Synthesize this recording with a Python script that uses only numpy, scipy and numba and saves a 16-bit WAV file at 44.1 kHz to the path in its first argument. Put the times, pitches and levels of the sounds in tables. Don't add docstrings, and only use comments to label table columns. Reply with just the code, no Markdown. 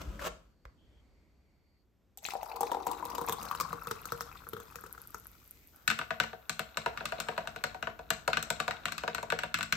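import sys
import numpy as np
from scipy import signal
from scipy.fft import rfft, irfft, next_fast_len
from scipy.io import wavfile
from numba import njit

SR = 44100
rng = np.random.default_rng(int(sys.argv[2]) if len(sys.argv) > 2 else 0)


def digitize_waveform(pressure):
    field = np.atleast_2d(pressure).T
    bounded = np.clip(field, -1, 1)
    quanta = np.round(bounded * 32767).astype(np.int16)
    wavfile.write(sys.argv[1], SR, quanta)


N = 430416
T = np.arange(N) / SR
AGE = T[:SR // 10]
POUR_START_S, POUR_END_S = 2.21, 5.75

# [s, dB]
FLOW = [(2.22, -58.5), (2.4, -49), (2.47, -47), (3.57, -47), (3.71, -47.5), (3.82, -51.5), (4.96, -60),
        (5.56, -79), (5.7, -104)]
# [s, dB, dB, dB]
KNOCKS = [(5.8769, -18, -13.5, -33), (5.901, -19, -19, -30), (5.9118, -22.5, -19, -22),
          (5.9888, -22.5, -21.5, -20), (6.0132, -24.5, -38, -21), (6.106, -20.5, -30.5, -13.5),
          (6.1999, -14, -21.5, -20.5), (6.2371, -29, -23, -13), (6.331, -34, -34, -7.5),
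          (6.4951, -24, -10.5, -20.5), (6.5933, -22, -16, -16), (6.7712, -21, -16, -16.5),
          (6.8603, -19.5, -26.5, -8.5), (6.974, -28, -25, -30), (7.007, -28, -36, -12.5),
          (7.0549, -26, -13.5, -33), (7.1214, -25.5, -24.5, -8.5), (7.2012, -27.5, -8, -18),
          (7.2855, -23, -24, -9.5), (7.378, -22.5, -28, -8.5), (7.4732, -27.5, -19, -13),
          (7.5608, -31, -20.5, -12.5), (7.6386, -20.5, -17, -16.5), (7.745, -34.5, -23, -6.5),
          (7.8259, -24, -25, -15.5), (7.871, -24, -37, -12), (7.9911, -36.5, -25, -6),
          (8.104, -19, -11, -15.5), (8.2774, -18.5, -17.5, -9), (8.331, -20.5, -25, -44),
          (8.3706, -17, -23, -22.5), (8.4268, -32.5, -2.5, -17), (8.5026, -21.5, -8.5, -12),
          (8.6008, -20, -18.5, -18), (8.6793, -20.5, -22, -11), (8.7089, -24.5, -23.5, -22),
          (8.8549, -21.5, -17.5, -21), (8.8829, -29, -25, -31), (8.921, -29, -11.5, -21),
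          (8.98, -30, -12.5, -32), (9.0352, -26, -27, -8.5), (9.0778, -20.5, -28, -13),
          (9.1472, -25.5, -14, -18), (9.181, -26.5, -27, -13.5), (9.2284, -33.5, -11.5, -4),
          (9.3017, -24, -20, -32), (9.3217, -18, -26.5, -11.5), (9.3885, -25, -16.5, -21),
          (9.434, -22, -24.5, -14), (9.5421, -20, -17, -37), (9.5871, -27.5, -17, -17.5),
          (9.6083, -23, -24, -29), (9.6289, -26, -12, -25), (9.7242, -16, -18, -28)]
# [Hz, s, dB]
MUG_MODES = [(453.4, 0.048, -5.5), (571, 0.026, 3.5), (659, 0.068, -3), (730.5, 0.13, -9.5),
             (946, 0.025, 6.5), (1077, 0.0067, -12), (1213, 0.047, -2), (1420, 0.042, -11),
             (1466, 0.021, 8.5), (1533, 0.05, -3), (1711, 0.078, -11.5), (2010, 0.15, -15.5),
             (2180, 0.019, 8.5), (2384, 0.029, 0.5), (2617, 0.026, 10.5), (2836, 0.024, 6.5),
             (3475, 0.023, 6.5), (3832, 0.021, 9), (4206, 0.025, 8.5), (5183, .015, -43), (5960, 0.0047, 9),
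             (7010, 0.027, -1.5), (7665, 0.015, 8), (8360, 0.032, 1.5)]
# [s, dB]
SWIRL_LEVEL = [(5.72, -68), (6.4, -69), (7.2, -53), (8.0, -69), (8.6, -56), (9.76, -66.5)]


def stream():
    # [Hz, dB]
    spray_colour = [(900, -27), (2000, 10), (2500, 2), (3050, -9.5), (3800, 0), (5500, -2.5), (8000, -4.5),
                    (10000, 1.5), (12500, -1), (16000, 10)]
    bubbling_db, churning_db = -4.5, -8.5
    spray_db, spray_share = -15.5, 0.91
    shallow_bubbling_db, shallow_churn_db = -1, -40
    spatter_s, spatter_db, spatter_db_per_s = 2.28, -46, 208

    flow_db, = curves(FLOW)
    air_hz, mug_hz = filling()
    bubble_level_db = flow_db + bubbling_db + shallow_bubbling_db * shallow()
    churn_level_db = flow_db + churning_db + shallow_churn_db * shallow()
    spatter_level_db = spatter_db - spatter_db_per_s * np.abs(T - spatter_s)
    spray_level_db = np.maximum(spray_share * flow_db + spray_db, spatter_level_db)

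    bubble_times = bursts(POUR_START_S, POUR_END_S, count=260, size=6)
    push = bubbles(bubble_times, 603, 1580, cycles=15.7, spread_db=4.5)
    splatter = noise(N, apart=0.27) + 8 * patter(rate=270, spread_db=7)
    push = push + amp(-2.5) * lag(splatter, 0.00034)
    air = np.array([resonate(resonate(p, air_hz, 3.7), air_hz, 0.84) for p in push])

    shove = noise(N, apart=0.37) + 9 * patter(rate=170, spread_db=6.5)
    churn = np.array([resonate(resonate(p, mug_hz, 4.6), mug_hz, 0.16) for p in shove])
    churn = churn + amp(-15.0) * band(shove, 347, 556)

    fizz_times = bursts(POUR_START_S, POUR_END_S, count=230, size=14)
    fizz = bubbles(fizz_times, 2480, 13600, cycles=39, spread_db=5.5)
    spray = colour(fizz + amp(-7.0) * unit(noise(N, apart=0.95)), spray_colour)
    surge_db = 4 * np.interp(T, np.linspace(0, T[-1], 400), rng.standard_normal(400))
    spray = spray * amp(surge_db)

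    water = unit(air) * amp(bubble_level_db) * pan(db=8.5)
    water = water + unit(churn) * amp(churn_level_db) * pan(db=5.5)
    water = water + unit(spray) * amp(spray_level_db) * pan(db=5.5)
    return between(POUR_START_S, POUR_END_S) * water


def filling():
    air_empty_hz, air_full_hz = 823, 1380
    mug_empty_hz, mug_full_hz = 540, 129.5
    flow_db, = curves(FLOW)
    poured = np.cumsum(amp(flow_db) ** 2 * between(POUR_START_S, POUR_END_S))
    fill = poured / poured[-1]
    air_hz = 1 / ((1 - fill) / air_empty_hz + fill / air_full_hz)
    mug_hz = mug_empty_hz * (mug_full_hz / mug_empty_hz) ** fill
    return air_hz, mug_hz


def shallow():
    return np.exp(-(after(POUR_START_S) / 0.23) ** 2)


def gulps():
    # [s, dB, dB, dB]
    gulp_table = [(2.174, -49, 6.5, -24), (2.336, -28.5, -18, -45), (2.353, -25.5, -44, -41),
                  (2.43, -28, -18, -39), (2.561, -41, -3, -16), (2.608, -21.5, -12, -19),
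                  (2.631, -22, -19, -20), (2.717, -21, -21, -20), (2.746, -23.5, -29, -21),
                  (2.769, -26.5, -34, -21), (2.868, -21.5, -15.5, -21), (2.914, -28.5, -11, -19.5),
                  (3.026, -27.5, -30, -26), (3.053, -31, -9, -18.5), (3.101, -35.5, -9.5, -21),
                  (3.15, -32.5, -6, -18.5), (3.182, -26.5, -16, -16.5), (3.214, -31, -10, -11),
                  (3.286, -24, -14, -24), (3.295, -24.5, -9, -17.5), (3.324, -28.5, -3, -19.5),
                  (3.427, -39, -1, -14), (3.453, -35.5, -11, -18), (3.512, -23.5, -18.5, -38),
                  (3.55, -31.5, -10.5, -26), (3.601, -25, -8.5, -24.5), (3.609, -22, -12, -25),
                  (3.729, -25.5, -20.5, -20.5), (3.871, -29, -13, -18), (3.911, -25, -11, -16.5),
                  (4.055, -34.5, -5.5, -21), (4.121, -25, -13, -16.5), (4.208, -28.5, -9, -21),
                  (4.468, -40, -27, -17.5), (4.533, -35.5, -7.5, -5.5), (4.567, -36, -15, -15),
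                  (4.601, -44, -6, -11.5), (4.757, -37.5, -4.5, -15.5), (4.838, -38.5, -15, -15),
                  (4.864, -47, -7, -13), (4.949, -44.5, -22, -26), (4.978, -41.5, -20, -22),
                  (5.145, -32, -12.5, -22)]
    # [s, Hz, dB]
    drop_table = [(2.245, 6150, -29.5), (2.252, 2510, -22), (2.255, 4000, -27), (2.264, 2470, -38),
                  (2.263, 7400, -26), (2.287, 1290, -25), (5.257, 1410, -40.5)]
    ring_trim_db, splash_trim_db, thump_trim_db = -11.5, -4, -0.5

    out = np.zeros((2, N))
    air_hz, mug_hz = filling()
    for start_s, strength_db, splash_db, thump_db in gulp_table:
        i = int(start_s * SR)
        hz, low_hz = air_hz[i], mug_hz[i]

        ring_hz = hz * (0.96 + 0.028 * rng.standard_normal())
        air = unit_hit(ring(ring_hz, t60=26 / hz, apart=0.24, glide=0.11))
        breath = band(noise(len(AGE), apart=0.28), hz * 0.7, hz * 1.09) * fade(t60=32 / hz)
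        air = air + amp(-7.5) * unit_hit(breath)
        air = lag(air, 0.00012) * (1 - fade(t60=0.0036))

        body = unit_hit(ring(rng.uniform(425, 505), t60=0.078, apart=1.0))
        low = band(noise(len(AGE), apart=0.08), low_hz * 0.535, low_hz * 1.47) * fade(t60=0.089)
        body = (body + amp(-5.0) * unit_hit(low)) * (1 - fade(t60=0.0088))

        splash = np.zeros((2, N // 50))
        short_age = AGE[:SR // 100]
        for delay_s in np.append(0, rng.exponential(0.0087, size=5)):
            blip = ring(rng.uniform(2150, 9560), t60=0.011, apart=0.94, glide=0.57, age=short_age)
            tick = noise(SR // 100, apart=0.67) * fade(0.0041, short_age)
            bright_tick = np.diff(tick, prepend=0) / 2
            droplet = blip * pan(db=12.5) + amp(10.0) * bright_tick
            add(splash, min(delay_s, .05), droplet * fade(0.056, delay_s))

        add(out, start_s, unit_hit(air) * amp(strength_db + ring_trim_db) * pan(db=8))
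        add(out, start_s, unit_hit(body) * amp(strength_db + thump_db + thump_trim_db) * pan(db=2.5))
        add(out, start_s, unit_hit(splash) * amp(strength_db + splash_db + splash_trim_db))
    for start_s, pitch_hz, level_db in drop_table:
        add(out, start_s, ring(pitch_hz, t60=0.0073, glide=0.032) * amp(level_db) * pan(db=8))
    return out


def spoon():
    # [Hz, Hz, s, s, dB, dB, dB, dB per dB, dB per dB]
    register_table = [(5214, 16000, 0.00013, 0.038, -1, -7.5, 8, 1, -0.057),
                      (1025, 1729, 0.0014, 0.025, -7, -14, 6.5, 0.037, -0.038),
                      (386, 960, 0.0055, 0.06, -13.5, -3, 4, 0.028, 1),
                      (1790, 3000, 0.00073, 0.15, -6, -20, 2.5, 0.17, -.2),
                      (3030, 5786, 0.0005, 0.12, -6, -17.5, 10, 0.49, -0.18)]
    # [Hz, s, dB]
    worktop_modes = [(62.6, 0.68, -12), (107.8, 0.26, -7.5), (158, 0.18, -1.5), (190, 0.037, -53),
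                     (224, 0.17, -0.5), (286.2, 0.061, 1)]
    mode_scatter_db = 2.8
    chatter_from_s, chatter_to_s, chatter_db = 0.0072, .035, -19
    boom_db, boom_per_strength, boom_per_hardness = -23, 0.77, 0.19

    out, long_age = np.zeros((2, N)), T[:SR // 3]
    for start_s, strength_db, hardness_db, depth_db in KNOCKS:
        knock = 0
        for lo, hi, rise, clatter_t60, clatter_db, trim_db, pan_db, hard_share, deep_share in register_table:
            modes = 0
            for hz, t60, mode_db in MUG_MODES:
                if lo <= hz < hi:
                    knock_hz = hz * (1 + 0.011 * rng.standard_normal())
                    mode = ring(knock_hz, t60 * rng.uniform(0.77, 1.05), apart=0.88)
                    modes = modes + mode * amp(mode_db + mode_scatter_db * rng.standard_normal())
            clatter = band(lag(noise(len(AGE), apart=0.98), -.0002), lo, hi)
            clatter = clatter * (fade(clatter_t60) + 3.0 * fade(t60=0.0091))
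            swell = 1 - np.exp(-(AGE / rise) ** 2)
            part = (unit_hit(modes) + amp(clatter_db) * unit_hit(clatter)) * swell
            gain = amp(strength_db + trim_db + hard_share * hardness_db + deep_share * depth_db)
            knock = knock + unit_hit(part) * gain * pan(pan_db)
        add(out, start_s, knock)
        chatter_s = chatter_from_s + (chatter_to_s - chatter_from_s) * rng.random()
        add(out, start_s + chatter_s, knock * amp(chatter_db))

        boom = 0
        for hz, t60, mode_db in worktop_modes:
            boom_hz = hz * (1 + 0.03 * rng.standard_normal())
            boom = boom + ring(boom_hz, t60, apart=0.22, age=long_age) * amp(mode_db)
        boom = boom * (1 - np.exp(-(long_age / 0.0071) ** 2))
        boom_level_db = boom_per_strength * strength_db + boom_per_hardness * hardness_db + boom_db
        add(out, start_s, boom * amp(boom_level_db) * pan(db=4))
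    return out


def grazes():
    swirl_db, = curves(SWIRL_LEVEL)
    glass = sum(ring(hz, t60=.014) * amp(db) for hz, _, db in MUG_MODES if 1000 < hz < 5000)
    brushes = patter(rate=36, spread_db=6.5)[None]
    touches = signal.fftconvolve(brushes, glass, axes=1)[:, :N]
    return unit(touches) * amp(swirl_db - 5.5) * between(KNOCKS[0][0], 10) * pan(db=6.5)


def swirl():
    # [Hz, dB]
    fizz_colour = [(60, -24), (170, -12), (330, -7.5), (675, 8), (900, 3.5), (1480, 11.5), (1900, -2.5),
                   (7500, -16), (16000, -24)]
    level_db, = curves(SWIRL_LEVEL)
    fizz = noise(N, apart=0.89) + 5 * patter(rate=250, spread_db=6.5)
    fizz = unit(colour(fizz, fizz_colour))
    laps = bubbles(bursts(6.6, 15.0, count=60, size=3), 540, 2740, cycles=16, spread_db=2)
    return (fizz + amp(-8.5) * laps) * amp(level_db) * between(5.72, 10) * pan(db=4.5)


def foam():
    built_s, fed_until_s, rise_db_per_s = 3, 5.41, 20
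    snap_db, snap_fall_db_per_s = -60, 38
    hiss_db, hiss_fall_db_per_s = -70.5, 9
    fizz_db, fizz_fall_db_per_s = -67.5, 2

    growth_db = -rise_db_per_s * np.maximum(built_s - T, 0)
    unfed_s = after(fed_until_s)
    ticks = np.array([patter(rate=32, spread_db=11)] * 2)
    snaps = band(lag(ticks, .00003) + 0.01 * noise(N, apart=.5), 10600, 13200)
    hiss = band(noise(N, apart=0.98) + 4 * patter(rate=470, spread_db=9.0), 1150, 11000)
    fizz = band(noise(N, apart=0.54), 12300, 16200)
    crackle = unit(snaps) * amp(snap_db - snap_fall_db_per_s * unfed_s)
    crackle = crackle + unit(hiss) * amp(hiss_db - hiss_fall_db_per_s * unfed_s) * pan(db=11)
    crackle = crackle + unit(fizz) * amp(fizz_db - fizz_fall_db_per_s * unfed_s)
    return crackle * amp(growth_db) * between(POUR_START_S, 10)


def slide():
    # [s, s, dB]
    shove_table = [(0, 0.019, -43.5), (0.192, 0.085, -33.5)]
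    # [s, dB]
    bump_table = [(.073, -29), (.375, -52)]
    # [Hz, dB]
    grit_colour = [(60, -25), (150, -9), (430, -15), (560, 3), (780, -10.5), (1300, -1), (1900, -15.5),
                   (2800, -12.5), (4000, -19.5), (8400, -21.5), (16000, -26)]
    rumble_colour = [(25, -29), (57, 4.5), (90, -16.5), (220, -18), (400, -27), (1500, -74.5)]  # (Hz, dB)
    swell_db, stop_t60_s = 19, 0.035
    rub_db, rumble_db = -56, -44

    handling = fade(0.92, after(0.15))
    friction = amp(rub_db) * handling
    for start_s, length_s, end_db in shove_table:
        to_go = np.clip(1 - after(start_s) / length_s, 0, 1)
        stopping = fade(stop_t60_s, after(start_s + length_s))
        friction = friction + (T >= start_s) * amp(end_db - swell_db * to_go) * stopping
    grit = colour(noise(N, apart=0.82) + 5 * patter(rate=700, spread_db=4.5), grit_colour)
    rumble = colour(noise(N, apart=0.066), rumble_colour)
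    out = unit(grit) * friction + unit(rumble) * amp(rumble_db) * handling
    out = out * between(-1, 0.55)
    for start_s, level_db in bump_table:
        add(out, start_s, thud() * amp(level_db))
    catch = band(noise(len(AGE), apart=0.46), 1470, 1810) * fade(t60=0.025)
    add(out, .193, unit_hit(catch) * amp(-50.5))
    return out * pan(db=2)


def thud(hz=58):
    age = T[:SR // 4]
    return ring(hz, t60=0.25, apart=.07, age=age) * (1 - fade(0.021, age))


def kettle():
    # [s, s, Hz, Hz, dB]
    singing_table = [(.3, 1.84, 4500, 320, -91), (.77, 1.02, 3220, 400, -83), (.85, 1.8, 2160, 400, -87),
                     (5.25, 5.7, 2290, 600, -77)]
    switch_s, click_db, thump_db = .653, -56.5, -40.5

    out = np.zeros((2, N))
    snap = band(noise(len(AGE), apart=0.61), 870, 1780) + amp(-30.5) * band(noise(len(AGE)), 300, 14000)
    click = unit_hit(snap * fade(t60=0.012))
    thump = ring(57, t60=0.25, apart=.1) + 0.81 * ring(520, t60=0.021)
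    thump = thump * (1 - fade(t60=0.0067)) * fade(t60=0.49)
    add(out, switch_s, click * amp(click_db) + thump * amp(thump_db))
    for start_s, end_s, hz, width_hz, level_db in singing_table:
        waver_db = 2 * np.interp(T, np.linspace(0, T[-1], 100), rng.standard_normal(100))
        singing = unit(band(noise(N), hz - width_hz / 2, hz + width_hz / 2))
        out += singing * amp(level_db + waver_db) * between(start_s, end_s)
    return out


def kitchen(x):
    age = T[:SR // 2]
    tail = band(noise(len(age), apart=0.47), 134, 740) * fade(0.35, age) * amp(-36.0)
    tail = tail + band(noise(len(age)), 970, 4240) * fade(0.35, age) * amp(-42)
    tail = tail + band(noise(len(age)), 3760, 9600) * fade(0.32, age) * amp(-40)
    response = tail * np.clip(age / 0.0043, 0, 1)
    # (channel, delay s, dB)
    for channel, s, db in [(0, 0.0053, -15.5), (1, 0.0061, -11), (0, 0.029, -33.5), (1, 0.024, -31)]:
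        response[channel, int(s * SR)] += amp(db)
    return x + signal.fftconvolve(x, response, axes=1)[:, :N]


def room_tone():
    # [s, dB]
    rumble_table = [(0.5, -74), (0.93, -67.5), (1.88, -76), (3.22, -60.5), (6.6, -71.5), (6.95, -63),
                    (9.7, -64)]
    # [Hz, dB]
    rumble_colour = [(25, -17.5), (55, -3), (118, -14.5), (220, -17), (300, -19), (950, -33), (3900, -43.5),
                     (9000, -48), (12000, -73)]
    rumble_db, = curves(rumble_table)
    rumble = unit(colour(noise(N, apart=0.37), rumble_colour)) * amp(rumble_db + 4.5)
    hiss = unit(band(noise(N, apart=0.56), 11200, 13500)) * amp(-94)
    return rumble + hiss


def bubbles(times, lo_hz, hi_hz, cycles, spread_db):
    out = np.zeros((2, N))
    for s in times:
        hz = lo_hz * (hi_hz / lo_hz) ** rng.random()
        t60 = cycles / hz * rng.uniform(.5, 1.5)
        blip = ring(hz, t60, apart=1, glide=.12, age=T[:int(t60 * SR) + 2])
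        add(out, s, blip * amp(spread_db * min(rng.exponential(), 3)))
    return unit(out)


def bursts(start, end, count, size):
    swarms = np.linspace(start, end, count)[:, None] + rng.normal(0, .012, (count, 1))
    return (swarms + rng.exponential(.005, (count, size))).ravel()


def patter(rate, spread_db):
    hits = (rng.random(N) < rate / SR) * rng.choice([-1, 1], N)
    return hits * amp(spread_db * np.clip(rng.standard_normal(N), -2, 2))


def ring(hz, t60, apart=1, glide=0, age=AGE):
    phase = rng.uniform(0, 2 * np.pi) + apart * rng.choice([-1, 1]) * np.array([[.5], [-.5]])
    rise = 1 + glide * np.minimum(age / t60, 1) / 2
    return np.sin(2 * np.pi * hz * age * rise + phase) * fade(t60, age)


@njit
def resonate(x, hz, q):
    y, b, l = np.empty(len(x)), 0., 0.
    for i in range(len(x)):
        g = np.tan(np.pi * hz[i] / SR)
        v = (b + g * (x[i] - l)) / (1 + g * (g + 1 / q))
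        b, l, y[i] = 2 * v - b, l + 2 * g * v, v / q
    return y


def noise(size, apart=1):
    mid, side = rng.standard_normal((2, size))
    return np.array([mid + apart * side, mid - apart * side])


def band(x, lo_hz, hi_hz):
    return signal.lfilter(*signal.butter(2, [lo_hz, min(hi_hz, .45 * SR)], "band", fs=SR), x)


def colour(x, points):
    hz, db = np.transpose(points)
    size = next_fast_len(N, True)
    f = np.maximum(np.fft.rfftfreq(size, 1 / SR), 1)
    gain = amp(np.interp(np.log(f), np.log(hz), db))
    return irfft(rfft(x, size) * gain, size)[:, :N]


def lag(x, s):
    k = int(round(abs(s) * SR))
    late = np.pad(x, ((0, 0), (k, 0)))[:, :x.shape[1]]
    return np.array([x[0], late[1]] if s > 0 else [late[0], x[1]])


def pan(db):
    g = amp([[db / 2], [-db / 2]])
    return g / g.mean()


def amp(db):
    return 10 ** (np.asarray(db) / 20)


def unit(x):
    return x / np.sqrt(np.mean(x.mean(0) ** 2) + 1e-30)


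def unit_hit(x):
    return x / np.sqrt(np.mean(x.mean(0)[:SR // 50] ** 2) + 1e-30)


def fade(t60, age=AGE):
    return np.exp(-np.log(1000) * age / t60)


def between(start, end):
    return np.clip((T - start) / .02, 0, 1) * np.clip((end - T) / .02, 0, 1)


def after(s):
    return np.maximum(T - s, 0)


def curves(table):
    s, *columns = np.transpose(table)
    return [np.interp(T, s, c) for c in columns]


def add(out, s, x):
    i = max(int(s * SR), 0)
    out[:, i:i + x.shape[1]] += x[:, :max(N - i, 0)]


def scene():
    water = stream() + gulps() + foam()
    stirring = spoon() + grazes() + swirl()
    return kitchen(water + stirring + slide() + kettle()) + room_tone()


def record(dry):
    port_hz, port_lag_s, port_side_db = 6910, 0.00016, -19
    lean = signal.sosfilt(signal.butter(4, 36, "high", fs=SR, output="sos"), dry)
    size = next_fast_len(N, True)
    left, right = rfft(lean, size)
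    above_hz = np.maximum(np.fft.rfftfreq(size, 1 / SR) - port_hz, 0)
    mid = (left + right) / 2
    side = (left - right) / 2 * amp(port_side_db * np.minimum(above_hz / 1000, 1))
    late_left = (mid + side) * np.exp(-2j * np.pi * above_hz * port_lag_s)
    ported = irfft(np.array([late_left, mid - side]), size)[:, :N]
    return signal.sosfilt(signal.ellip(8, .2, 70, 16200, fs=SR, output="sos"), ported)


dry = scene()
out = record(dry)
digitize_waveform(out)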